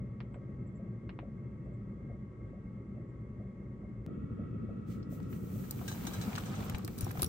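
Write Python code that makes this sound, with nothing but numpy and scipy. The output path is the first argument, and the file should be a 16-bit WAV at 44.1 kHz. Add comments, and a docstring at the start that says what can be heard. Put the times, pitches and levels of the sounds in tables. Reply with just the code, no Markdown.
"""A fuel heater rumbles through its duct inside a canvas tent: flame and air are shaped noise, the fan whines
in narrow noise bands, and the pump knocks as damped tones. Light creaks are short bursts of tiny slips.
At about four seconds the place changes abruptly to the door, where rumble and whine are louder.
A sleeve swishes on the canvas, folds crinkle, and metal pulls rattle and clink, all from noise bursts and rings,
as the zipper starts over its first teeth."""
import sys
import numpy as np
from scipy import signal
from scipy.fft import rfft, irfft, next_fast_len
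from scipy.io import wavfile
from scipy.ndimage import uniform_filter1d, map_coordinates

SR = 44100
rng = np.random.default_rng(int(sys.argv[2]) if len(sys.argv) > 2 else 0)


def dump_mix(stems):
    """Bounce the given channels to the path in sys.argv[1] as a 16-bit WAV at rate SR."""
    frames = np.atleast_2d(stems).T  # one column per channel
    limited = np.clip(frames, -1, 1)  # hard clip at full scale
    pcm = np.round(limited * 32767).astype(np.int16)
    wavfile.write(sys.argv[1], SR, pcm)


N = 321048
TOP_HZ = 16000  # upper limit of the sound


def amp(db):
    """Turn decibels into gain."""
    return 10 ** (np.asarray(db) / 20)


def unit(x):
    """Scale a sound to rms 1."""
    return x / np.sqrt(np.mean(x ** 2) + 1e-20)


def along(points, hz):
    """Read a (Hz, value) table on a log frequency axis."""
    f, v = np.transpose(points)
    return np.interp(np.log(hz + 1), np.log(f + 1), v)


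def wobble(rate):
    """Draw a smooth random curve with this many knots a second."""
    knots = rng.standard_normal(int(N * rate / SR) + 4)
    return map_coordinates(knots, [np.arange(N) * rate / SR])


def filtered(x, response):
    """Shape a sound by a response, given as a function of frequency."""
    n = x.shape[-1]
    m = next_fast_len(n + 8192)  # spare room for the filter's tail
    return irfft(rfft(x, m) * response(np.fft.rfftfreq(m, 1 / SR)), m)[..., :n]


def colour(points):
    """Make a response from a (Hz, dB) table."""
    return lambda hz: amp(along(points, hz))


def spread(pair, response, alike):
    """Turn two unrelated signals into a coloured left and right of a given likeness."""
    def mid_side(hz):
        turn = np.arccos(np.clip(along(alike, hz), -1, 1)) / 2
        return response(hz) * np.array([np.cos(turn), np.sin(turn)])

    mid, side = filtered(pair, mid_side)
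    return np.array([mid + side, mid - side])


def rush(response, alike):
    """Make steady coloured stereo noise of rms 1."""
    return unit(spread(rng.standard_normal((2, N)), response, alike))


def add(track, s, sound):
    """Mix a sound into the track at time s."""
    start = int(np.clip(round(s * SR), 0, N - 1))
    track[..., start:start + sound.shape[-1]] += sound[..., :N - start]


def ring(modes, t, scatter_db):
    """Ring damped tones (Hz, dB, t60 s), each struck at a random strength and phase."""
    total = 0
    for hz, db, t60 in modes:
        fade = amp(db + scatter_db * rng.normal() - 60 * t / t60)
        total = total + fade * np.sin(2 * np.pi * (hz * t + rng.random()))
    return total


def burst(t, rise, t60, rough_db):
    """Make a dying cluster of tiny slips, as two unrelated noise signals."""
    slips = amp(rough_db * unit(uniform_filter1d(rng.standard_normal(len(t)), size=40)))
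    noise = unit(rng.standard_normal((2, len(t))) * slips)
    return noise * (1 - np.exp(-t / rise)) * amp(-60 * t / t60)


def resonance(f, centre, width):
    """The response of one resonance, 1 at its centre."""
    return 1j * f * width / (centre * centre - f * f + 1j * f * width)


# left-right likeness of the heater and frame: f/Hz, likeness [-1..1]
ALIKE_HEATER = [(60, 1), (130, 0.98), (200, 0.96), (290, 0.99), (500, 0.78), (800, 0.32), (1300, 0),
                (2100, 0.48), (5000, 0), (15000, .2)]


def whine(lines):
    """The fan's narrow bands of noise, each with its own total level."""
    def height(hz):
        power = 0
        for centre, width, db in lines:
            power = power + amp(db) ** 2 / width / (1 + ((hz - centre) / width * 2) ** 2) ** 2.1
        return np.sqrt(power)

    return rush(height, ALIKE_HEATER)


DOOR_S = 4.064  # when the place changes to the door
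SURGE_PER_S, SURGE_DB = 10.2, 1.7  # by the door the flame pulses unevenly, about this fast and strongly
WHINE_FADE_S, WHINE_FADE_DB_PER_S = 5.1, 4  # the whine at the door recedes from this time on
# burner rumble by the duct and by the door: f/Hz, level/dB [per Hz, relative]
RUMBLE_DUCT = [(25, -39.5), (42, -13), (62, -2.5), (85, -12.5), (116, 2.5), (165, -10), (200, -1),
               (260, -14.5), (370, -14), (440, -22.5), (560, -22), (700, -38.5), (1000, -42.5), (1500, -88)]
RUMBLE_DOOR = [(25, -51), (42, -13), (60, -6), (82, -4), (112, 3), (148, -3.5), (175, 1.5), (255, -5),
               (330, -11.5), (480, -16), (700, -35), (1000, -65.5), (1500, -100)]
# rushing air in the duct: f/Hz, level/dB [per Hz, relative]
AIR = [(300, -2), (800, 4), (1250, 5.5), (1700, -10), (2200, -5.5), (2900, -12.5), (4200, -20), (7500, -20),
       (9500, -26.5), (12000, -47), (16000, -45.5)]
# fan whines by the duct and by the door: f/Hz, width [Hz], level/dB [relative]
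WHINE_DUCT = [(1088, 7.8, -7.5), (1117, 24, -9.5), (1208, 83, -5), (1297, 73, -1), (1589, 92, -6),
              (1902, 180, -3), (2133, 79, 0.5), (2650, 18, -18.5), (3340, 53, -22)]
WHINE_DOOR = [(1301, 144, 5.5), (1685, 330, -10.5), (1928, 92, -5.5), (2204, 69, -10.5), (2620, 260, -12),
              (3270, 680, -17.5)]
# left-right likeness of the rumble at the door: f/Hz, likeness [-1..1]
ALIKE_DOOR = [(60, 0.92), (130, 0.98), (200, 0.87), (270, 0.49), (400, 0.44), (700, 0), (1300, 0.0093),
              (5000, 0.15)]


def heater():
    """Flame and duct air rush as noise, fan and motor whine; a faint tick marks the move to the door."""
    t = np.arange(N) / SR
    duct_rumble = amp(-43.0 - 0.17 * t) * rush(colour(RUMBLE_DUCT), ALIKE_HEATER)
    duct = duct_rumble + amp(-70.5) * whine(WHINE_DUCT)

    surge = unit(amp(SURGE_DB * np.sin(2 * np.pi * SURGE_PER_S * t + 2.6 * wobble(5))))
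    fade_db = WHINE_FADE_DB_PER_S * np.maximum(t - WHINE_FADE_S, 0)
    door_rumble = amp(-40.0) * surge * rush(colour(RUMBLE_DOOR), ALIKE_DOOR)
    door = door_rumble + amp(-63.5 - fade_db) * whine(WHINE_DOOR)

    at_door = np.clip((t - DOOR_S) / .008, 0, 1)  # 0 by the duct, 1 at the door
    air = rush(colour(AIR), ALIKE_HEATER) * amp(-72.0 + 1.0 * at_door)
    phase = 2 * np.pi * 1120 * t + 0.79 * wobble(7.7)
    motor = amp(-71.0 + 0.84 * wobble(4.6)) * np.sin([phase, phase + 1.38])
    flicker = amp(.6 * wobble(9) + .8 * wobble(28))
    out = ((1 - at_door) * duct + at_door * door) * flicker + air + motor
    tick = amp(-40) * np.exp(-t[:SR // 10] / .0003)
    add(out, DOOR_S, tick)
    return out * amp([[.4], [-.4]])  # slightly to the left


CRACK, SLIPS = 3.2, .55  # gains of a creak's one clean crack and of the tiny slips around it
# light creaks of the frame: t/s, level/dB [relative], top edge f/Hz, lift below 1.5 kHz [dB]
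CREAKS = [(0.2040, -28.5, 4650, -6), (0.343, -39, 3700, 3), (1.0931, -29, 4440, -3.5),
          (1.1896, -30.5, 4030, -3)]
# their shared colour: f/Hz, level/dB [per Hz, relative]
CREAK_TONE = [(250, -1), (650, 5.5), (950, 6), (1250, 0), (1700, 0), (2700, -6), (4000, -17), (5000, -13),
              (12000, -21)]
# each creak and its returns from the near walls: delay t/s, level/dB
CREAK_ECHOES = [(0, 0.5), (.0042, -5), (.0098, -10.5)]
# faint high chirps: t/s, f/Hz, level/dB
CHIRPS = [(.33, 7750, -79), (.66, 7550, -80), (0.749, 7420, -75.5), (1.64, 7650, -91), (1.73, 7600, -86),
          (3.08, 7500, -88)]


def creaks():
    """The frame slips in short dry knocks, doubled by the near walls; faint chirps are narrow noise puffs."""
    out, t = np.zeros((2, N)), np.arange(SR // 8) / SR
    lead = SR // 200  # silence ahead of each knock keeps its attack dull
    for s, db, edge_hz, body_db in CREAKS:
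        def tone(f):
            body = body_db / (1 + (f / 1500) ** 4)
            return amp(along(CREAK_TONE, f) + body) / np.sqrt(1 + (f / edge_hz) ** 20)

        for delay, echo_db in CREAK_ECHOES:
            slips = SLIPS * burst(t, rise=.0003, t60=.01, rough_db=1)
            knock = np.pad(slips, ((0, 0), (lead, 0)))
            knock[0, lead + SR // 1000] += CRACK
            level = amp(db + echo_db + 4.0)
            add(out, s + delay - lead / SR, level * spread(knock, tone, ALIKE_HEATER))
    for s, hz, db in CHIRPS:
        band = filtered(rng.standard_normal((2, len(t))), lambda f: np.exp(-((f - hz) / 260) ** 2))
        add(out, s, amp(db) * unit(band) * np.exp(-((t - .016) / 0.015) ** 2))
    return out


# how long the tent answers: f/Hz, t60 [s]
TENT = [(200, 0.061), (2000, 0.14), (6000, 0.1), (15000, 0.034)]


def tent(x):
    """The canvas walls answer softly: a short noise tail whose fading time depends on pitch."""
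    hz, t, z = signal.stft(rng.standard_normal((2, SR // 4)), SR, nperseg=256)
    fading = z * amp(-60 * t / along(TENT, hz)[:, None])
    tail = signal.istft(fading, SR, nperseg=256)[1]
    tail = np.pad(tail, ((0, 0), (SR // 250, 0)))  # the answer starts 4 ms late
    return signal.fftconvolve(x, tail / np.linalg.norm(tail[0]), axes=1)[:, :N]


RETURN_S, RETURN_DB = .046, -10  # the piston springs back this much later and softer
# strokes of the dosing pump, briefly quicker on reaching the door: t/s, level/dB [relative]
PUMP = [(.358, -48.5), (.795, -50), (1.229, -49), (1.663, -54), (2.097, -48), (2.531, -51), (2.964, -52),
        (3.398, -52), (3.833, -53), (4.082, -54), (4.385, -51.5), (4.688, -50), (5.122, -53), (5.556, -55)]
# tones of one knock: f/Hz, level/dB [relative], t60 [s]
PUMP_MODES = [(430, -7, 0.16), (535.6, -0.5, 0.14), (581.6, 1, 0.1), (700, -6.5, 0.025),
              (744, -16.5, 0.032)]


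def pump():
    """Each piston stroke and its softer return ring damped tones, dulled by the wall, a little to the left."""
    out, t = np.zeros((2, N)), np.arange(SR // 4) / SR
    for s, db in PUMP:
        for delay, drop_db in ((0, 0), (RETURN_S, RETURN_DB)):
            body = ring(PUMP_MODES, t, scatter_db=0.0) * (1 - np.exp(-t / 0.0037))
            noise = burst(t, rise=0.00061, t60=0.15, rough_db=4.5)[0]
            knock = filtered(noise, lambda hz: np.exp(-((hz - 620) / 150) ** 2))
            stroke = body + amp(-18.0) * unit(knock)
            add(out, s + delay, amp(db + drop_db) * stroke * amp([[1.5], [-1.5]]))
    return filtered(out, lambda hz: 1 / (1 + (hz / 820) ** 8))


SWISH_FALL = 1.62  # stretches the slowing-down of a stroke against its speeding-up
# strokes of the sleeve: t/s at the fastest, hiss level/dB, rub level/dB [relative], rise [s]
SWISHES = [(4.909, -69, -65.5, 0.022), (5.135, -61.5, -69, 0.02), (5.24, -79, -71.5, .025),
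           (5.333, -60.5, -70, 0.027), (5.58, -60, -68.5, 0.12), (6.0, -55.5, -62.5, 0.22),
           (6.6, -59.5, -68, 0.017), (6.648, -55, -77, 0.0082), (6.931, -63, -66.5, 0.037),
           (7.03, -58.5, -66, 0.049), (7.199, -52.5, -68, 0.035)]


def strokes(t):
    """Hiss and rub of the sleeve as gains: every stroke swells and dies away more slowly."""
    power = 0
    for s, hiss_db, rub_db, rise in SWISHES:
        u = np.abs(t - s) / rise
        swell, dying = np.exp(-u ** 2 / 2), np.exp(1 - np.hypot(1, u / SWISH_FALL))
        shape = np.where(t < s, swell, dying)
        power = power + (amp([[hiss_db], [rub_db]]) * shape) ** 2
    return np.sqrt(power)


LEAN_IN_DB_PER_S = 21  # the contact builds up at this rate before the first table entry
# how hard the arm leans on the canvas: t/s, friction level/dB [relative]
PRESSURE = [(5.619, -68), (5.85, -61.5), (5.92, -58), (6.02, -58), (6.22, -54), (6.32, -54), (6.46, -54),
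            (6.68, -54.5), (6.82, -62.5), (6.94, -68), (7.05, -57), (7.14, -63), (7.2, -56), (7.28, -61.5)]


def friction_db(t):
    """The level of friction at times t, as the arm leans into the canvas."""
    s, db = np.transpose(PRESSURE)
    return np.interp(t, s, db) - LEAN_IN_DB_PER_S * np.maximum(s[0] - t, 0)


def patchy(x, depth_db):
    """Random gain patches in time and frequency, as the point of contact wanders."""
    z = signal.stft(x, nperseg=256)[2]
    field = uniform_filter1d(rng.standard_normal(z.shape[1:]), size=3, axis=0)
    field = uniform_filter1d(field, size=8, axis=1)
    return unit(signal.istft(z * amp(depth_db * unit(field)), nperseg=256)[1][:, :N])


# resonances of the taut door panel: f/Hz, width [Hz], lift level/dB
PANEL = [(769, 58, 5.5), (1265, 69, 4.5), (1480, 49, -0.5), (2340, 180, 3), (4020, 41, 3.5),
         (6050, 150, 0.5)]


def panel(f):
    """The taut door panel resonates and so colours canvas rubs and snaps."""
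    return 1 + sum((amp(db) - 1) * resonance(f, centre, width) for centre, width, db in PANEL)


def crackle(rate, hz, octaves, cycles):
    """Threads of the weave flick free at random: tiny damped rings, each at its own place."""
    count = int(rate * N / SR)
    t = np.arange(SR // 200) / SR
    when, place, lag = rng.random((3, count, 1))
    pitch = np.clip(hz * 2 ** (octaves * rng.standard_normal((count, 1))), 500, 12000)
    size = amp(5 * np.minimum(rng.exponential(size=(count, 1)), 2.2))
    grains = size * np.sin(2 * np.pi * pitch * t) * np.exp(-pitch * t / cycles)
    left = (when * (N - SR // 50)).astype(int) + np.arange(len(t))
    right = np.maximum(left + ((lag - .5) * SR / 2000).astype(int), 0)  # up to 0.25 ms apart
    sides = (left, place ** .5), (right, (1 - place) ** .5)
    return unit(np.array([np.bincount(at.ravel(), (gain * grains).ravel(), N) for at, gain in sides]))


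WEAVE_DB, WEAVE_PER_S = -4, 1200  # flicking threads: level against the friction, and rate
# colours of smooth hiss, lower rub and coarse drag: f/Hz, level/dB [per Hz, relative]
SWISH = [(3000, -43), (6000, -4), (9000, -4.5), (11500, 0), (14000, 2.5), (15700, 1.5), (16500, -26)]
RUB = [(800, -14), (2000, 6.5), (3500, 2.5), (5000, 1), (7000, 1), (9500, -3.5), (13000, -25),
       (16000, -19.5)]
DRAG = [(200, -38), (450, 8), (800, 3.5), (1250, 2.5), (1600, 0.5), (2200, -27), (3500, -19), (8000, -38)]
# left-right likeness, out of phase near 11 kHz: f/Hz, likeness [held within -1..1]
ALIKE_FABRIC = [(200, 0.013), (900, 0.53), (1600, -0.042), (2400, -0.057), (4000, 0.42), (6500, 0.017),
                (8600, 0.45), (10300, -0.76), (11100, -1.1), (11600, -1.2), (12800, 0.1), (14400, 0.97)]


def sleeve():
    """Cloth hisses with each stroke; under pressure it rubs lower and the coarse weave catches in grains."""
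    t = np.arange(N) / SR
    hiss, brush = strokes(t)
    press = amp(friction_db(t))
    catches = .7 * wobble(45) + 2.2 * wobble(400)
    swish = hiss * amp(-1.0 + 0.68 * wobble(19)) * rush(colour(SWISH), ALIKE_FABRIC)

    rub_noise = rush(lambda hz: amp(along(RUB, hz)) * panel(hz), ALIKE_FABRIC)
    rub_level = np.hypot(brush, amp(-3.5) * press)
    rub = rub_level * patchy(amp(0.5 * catches) * rub_noise, depth_db=1.0)

    drag_noise = rush(lambda hz: amp(along(DRAG, hz)) * panel(hz), ALIKE_FABRIC)
    drag = amp(3.0) * press * patchy(amp(.7 * catches) * drag_noise, depth_db=2.0)

    threads = crackle(rate=WEAVE_PER_S, hz=2900, octaves=.55, cycles=2.5)
    weave = amp(WEAVE_DB) * press * amp(.6 * catches) * threads
    return swish + rub + drag + weave


SNAP_RISE_S, SNAP_T60_S = .0005, .028  # rise time; decay at which the level needs no correction
# left-right likeness of snaps and rattles: f/Hz, likeness [held within -1..1]
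ALIKE_FOLD = [(500, 1), (1500, -0.36), (3000, 0.027), (9000, -0.22), (10600, -0.78), (11800, -1.8),
              (14500, 1)]


def snap(hz, octaves, t60):
    """A cluster of slips around one pitch, coloured by the taut panel; longer ones are scaled up."""
    t = np.arange(SR // 12) / SR

    def band(f):
        return panel(f) / np.sqrt(1 + np.abs(np.log2((f + 1) / hz) / octaves) ** 5)

    slips = burst(t, SNAP_RISE_S, t60, rough_db=1.5)
    return amp(-20.5) * np.sqrt(t60 / SNAP_T60_S) * unit(spread(slips, band, ALIKE_FOLD))


# folds of fabric snap over: t/s, level/dB [relative], centre f/Hz, half width [octaves], t60 [s]
CRINKLES = [(5.028, -57.5, 3880, 0.37, 0.033), (5.03, -62, 5200, .07, .05),
            (5.202, -42.5, 1010, .82, 0.014), (5.229, -59, 5500, 0.63, 0.025),
            (5.327, -48, 1730, 0.63, 0.067), (5.637, -50, 1510, 0.44, 0.047),
            (5.789, -45, 1490, 0.8, 0.031), (5.813, -41, 790, 0.53, 0.058), (5.914, -40.5, 745, 0.6, 0.037),
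            (6.051, -39, 700, 1.7, 0.03), (6.069, -37.5, 1000, 0.51, .04), (6.277, -39, 750, .6, .02),
            (6.33, -36.5, 1300, 0.88, 0.027), (6.3535, -32.5, 1900, 1.2, 0.021),
            (6.3593, -35, 4000, 0.73, .026), (6.3772, -29.5, 1180, 0.53, 0.044),
            (6.3815, -35.5, 3000, 1.4, 0.028), (6.482, -40, 850, 0.56, .02), (6.54, -40, 1150, 0.61, .045),
            (6.606, -36.5, 900, 0.46, .02), (6.697, -40, 650, 0.9, 0.038),
            (6.7462, -33.5, 2430, 0.52, .025), (6.7465, -38.5, 970, 0.29, 0.046),
            (6.792, -42, 1000, 0.79, 0.031), (6.879, -37.5, 940, 0.95, 0.038),
            (7.027, -56, 2200, 0.89, 0.033), (7.066, -31.5, 700, 0.39, 0.021),
            (7.078, -42, 1500, 0.45, 0.026), (7.108, -35.5, 1520, 0.49, 0.025),
            (7.152, -39.5, 520, .6, 0.056), (7.173, -35.5, 900, 0.93, 0.028),
            (7.193, -40, 1700, 1.3, 0.047), (7.196, -36, 640, 0.74, .05), (7.228, -30.5, 740, 1.05, .03),
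            (7.244, -42, 730, 0.66, .028)]


def crinkles():
    """Folds of the canvas snap over as the arm presses."""
    out = np.zeros((2, N))
    for s, db, hz, octaves, t60 in CRINKLES:
        add(out, s, amp(db) * snap(hz, octaves, t60))
    return out


CONTACT_DB = 3  # every clink strikes another spot, which shifts its colour by about this much
PIECE_SPREAD = .025  # teeth and pulls differ in pitch by about this share
SLIDER_RING_HZ, SLIDER_RING_OCTAVES, SLIDER_RING_T60_S = 10500, 0.037, 0.018  # centre, half width, decay
TAPE_OCTAVES, TAPE_T60_S = .38, .017  # half width and decay of the zipper tape's snap
# metal pulls and teeth: t/s, then metal, slider ring and tape snap level/dB [relative], snap f/Hz
CLINKS = [(5.7088, -25.5, -38, -43, 5600), (6.697, -32, -44, -36, 2470), (6.7823, -39, -53, -56, 3500),
          (6.8473, -30.5, -48, -41.5, 5250), (6.877, -34.5, -42, -42.5, 3300),
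          (6.979, -38.5, -51, -58, 3000), (6.986, -35, -49, -55, 4000), (7.008, -29.5, -27, -45, 2140),
          (7.045, -36, -37, -61, 3000), (7.112, -34.5, -41, -51, 2800), (7.22, -22.5, -18.5, -31, 3480),
          (7.2299, -23, -19, -29, 3700), (7.2435, -29.5, -21, -33, 4100), (7.262, -39, -53, -47, 4360)]
# tones of the struck metal: f/Hz, level/dB [relative], t60 [s]
METAL = [(3580, -14, 0.013), (4600, -4, 0.026), (5600, -5, 0.031), (7800, -8, 0.028), (9370, -25, 0.017),
         (12500, 7, 0.015), (13800, -8, 0.013), (14200, 4, 0.021), (14900, -3, 0.018)]
# colour of the scrape: f/Hz, level/dB [per Hz, relative]
SCRAPE = [(600, 5), (2200, -38), (4300, 1.5), (6500, 3), (9000, 8), (10500, -3), (12000, -3), (14300, 10),
          (16000, -1)]
# left-right likeness of the scrape: f/Hz, likeness [-1..1]
ALIKE_METAL = [(1000, 0.83), (9000, 0.2), (10500, 0.59), (14500, 0.49)]


def zipper():
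    """Metal pulls and teeth scrape as noise and ring as damped tones, and jerk the zipper tape."""
    out, t = np.zeros((2, N)), np.arange(SR // 8) / SR
    for s, db, ring_db, tape_db, tape_hz in CLINKS:
        slips = burst(t, rise=.0005, t60=.016, rough_db=2)
        spot_db = CONTACT_DB * (rng.standard_normal(24) - .4)
        contact = np.transpose([np.geomspace(2000, TOP_HZ, num=24), spot_db])
        scrape = spread(slips, lambda hz: amp(along(SCRAPE, hz) + along(contact, hz)), ALIKE_METAL)
        tone = ring(METAL, t * (1 + PIECE_SPREAD * rng.normal()), scatter_db=3)
        tone = tone * (1 - np.exp(-t / .0004))
        left, right = amp(db) * (amp(-4.5) * scrape + amp(-16) * tone)
        add(out[0], s, amp(-2.0) * left)
        add(out[1], s + .00033, amp(-.6) * right)  # the right side hears it later
        add(out, s, amp(ring_db) * snap(SLIDER_RING_HZ, SLIDER_RING_OCTAVES, SLIDER_RING_T60_S))
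        add(out, s, amp(tape_db) * snap(tape_hz, TAPE_OCTAVES, TAPE_T60_S))
    return out


# slider and pulls rattle on the teeth as the cord swings: t/s, level/dB [relative], length [s, a fifth of t60]
RATTLES = [(5.878, -41, 0.015), (5.912, -47, 0.021), (6.067, -41, 0.013), (6.133, -45.5, 0.014),
           (6.211, -45, 0.015), (6.455, -50, 0.021), (6.548, -52, 0.022), (6.749, -52.5, 0.0073),
           (6.981, -55.5, .006), (7.017, -51, 0.012), (7.087, -56, 0.016)]
# resonances of the slider: f/Hz, width [Hz], level/dB [relative]
SLIDER = [(1584, 54, 2.5), (2320, 25, -6), (3030, 40, -8), (3640, 37, -4), (3960, 21, 1.5),
          (5530, 63, -4.5), (6020, 31, -1.5), (6480, 110, -3), (7040, 34, -5), (7700, 48, -5),
          (8200, 48, -8), (9200, 57, -15)]
# colour of the dry contacts: f/Hz, level/dB [per Hz, relative]
RATTLE_TONE = [(800, -30), (1500, -14), (3000, 2.5), (6500, 0.5), (9500, 0), (11500, -7), (15000, -9)]


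def rattles():
    """A dying cluster of small contacts rings the slider and its pulls."""
    out, t = np.zeros((2, N)), np.arange(SR // 5) / SR

    def metal(f):
        total = 0
        for k, (centre, width, db) in enumerate(SLIDER):
            total = total + (-1) ** k * amp(db) * resonance(f, centre, width)
        return total

    for s, db, length in RATTLES:
        contacts = burst(t, rise=.002, t60=5 * length, rough_db=4)
        ringing = unit(spread(contacts, metal, ALIKE_FOLD))
        dry_contacts = unit(spread(contacts, colour(RATTLE_TONE), ALIKE_FOLD))
        add(out, s, amp(db - 14) * (ringing + amp(-3) * dry_contacts))
    return out


# tugs on the door panel: t/s, level/dB [relative], f/Hz
TUGS = [(6.277, -27, 205), (6.741, -29.5, 68), (6.84, -38, 315), (7.066, -40.5, 353), (7.031, -27, 100),
        (7.185, -27.5, 146), (7.222, -34.5, 354), (7.231, -28, 79)]


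def tugs():
    """Each tug thumps the door panel: one low damped tone."""
    out, t = np.zeros((2, N)), np.arange(SR // 8) / SR
    for s, db, hz in TUGS:
        envelope = (1 - np.exp(-t / 0.00087)) * amp(-60 * t / 0.11)
        add(out, s, amp(db) * np.sin(2 * np.pi * hz * t) * envelope)
    return out


# the loose pull tab swings free and rings: t/s, level/dB [relative]
TAB_RINGS = [(7.041, -52), (7.261, -48)]
# its tones: f/Hz, level/dB [relative], t60 [s]
TAB = [(5640, -1, 0.069), (10450, -14, 0.043), (14350, -14, .14)]


def pull_tab():
    """The free metal tab rings in a few damped tones."""
    out, t = np.zeros((2, N)), np.arange(SR // 8) / SR
    for s, db in TAB_RINGS:
        add(out, s, amp(db) * ring(TAB, t, scatter_db=2.5) * (1 - np.exp(-t / 0.00048)))
    return out


# left over right for the hand's sounds at the door: f/Hz, level/dB
HAND_BALANCE = [(1000, 3.5), (2800, -2.5), (5500, 4), (11000, 0)]


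def scene():
    """The heater behind, the frame's creaks a little way off, the hand's sounds close by."""
    frame = creaks()
    hand = crinkles() + zipper() + rattles() + tugs() + pull_tab()
    hand = filtered(hand, lambda hz: amp(along(HAND_BALANCE, hz) * np.array([[.5], [-.5]])))
    answer = tent(amp(-10) * frame + amp(-16.5) * hand)
    return heater() + frame + pump() + sleeve() + hand + answer


def record(dry):
    """Remove the treble above the upper limit, with a short slope around it."""
    return filtered(dry, lambda hz: np.clip((TOP_HZ - hz) / 400 + .5, 0, 1) ** 2)


dry = scene()
out = record(dry)
dump_mix(out)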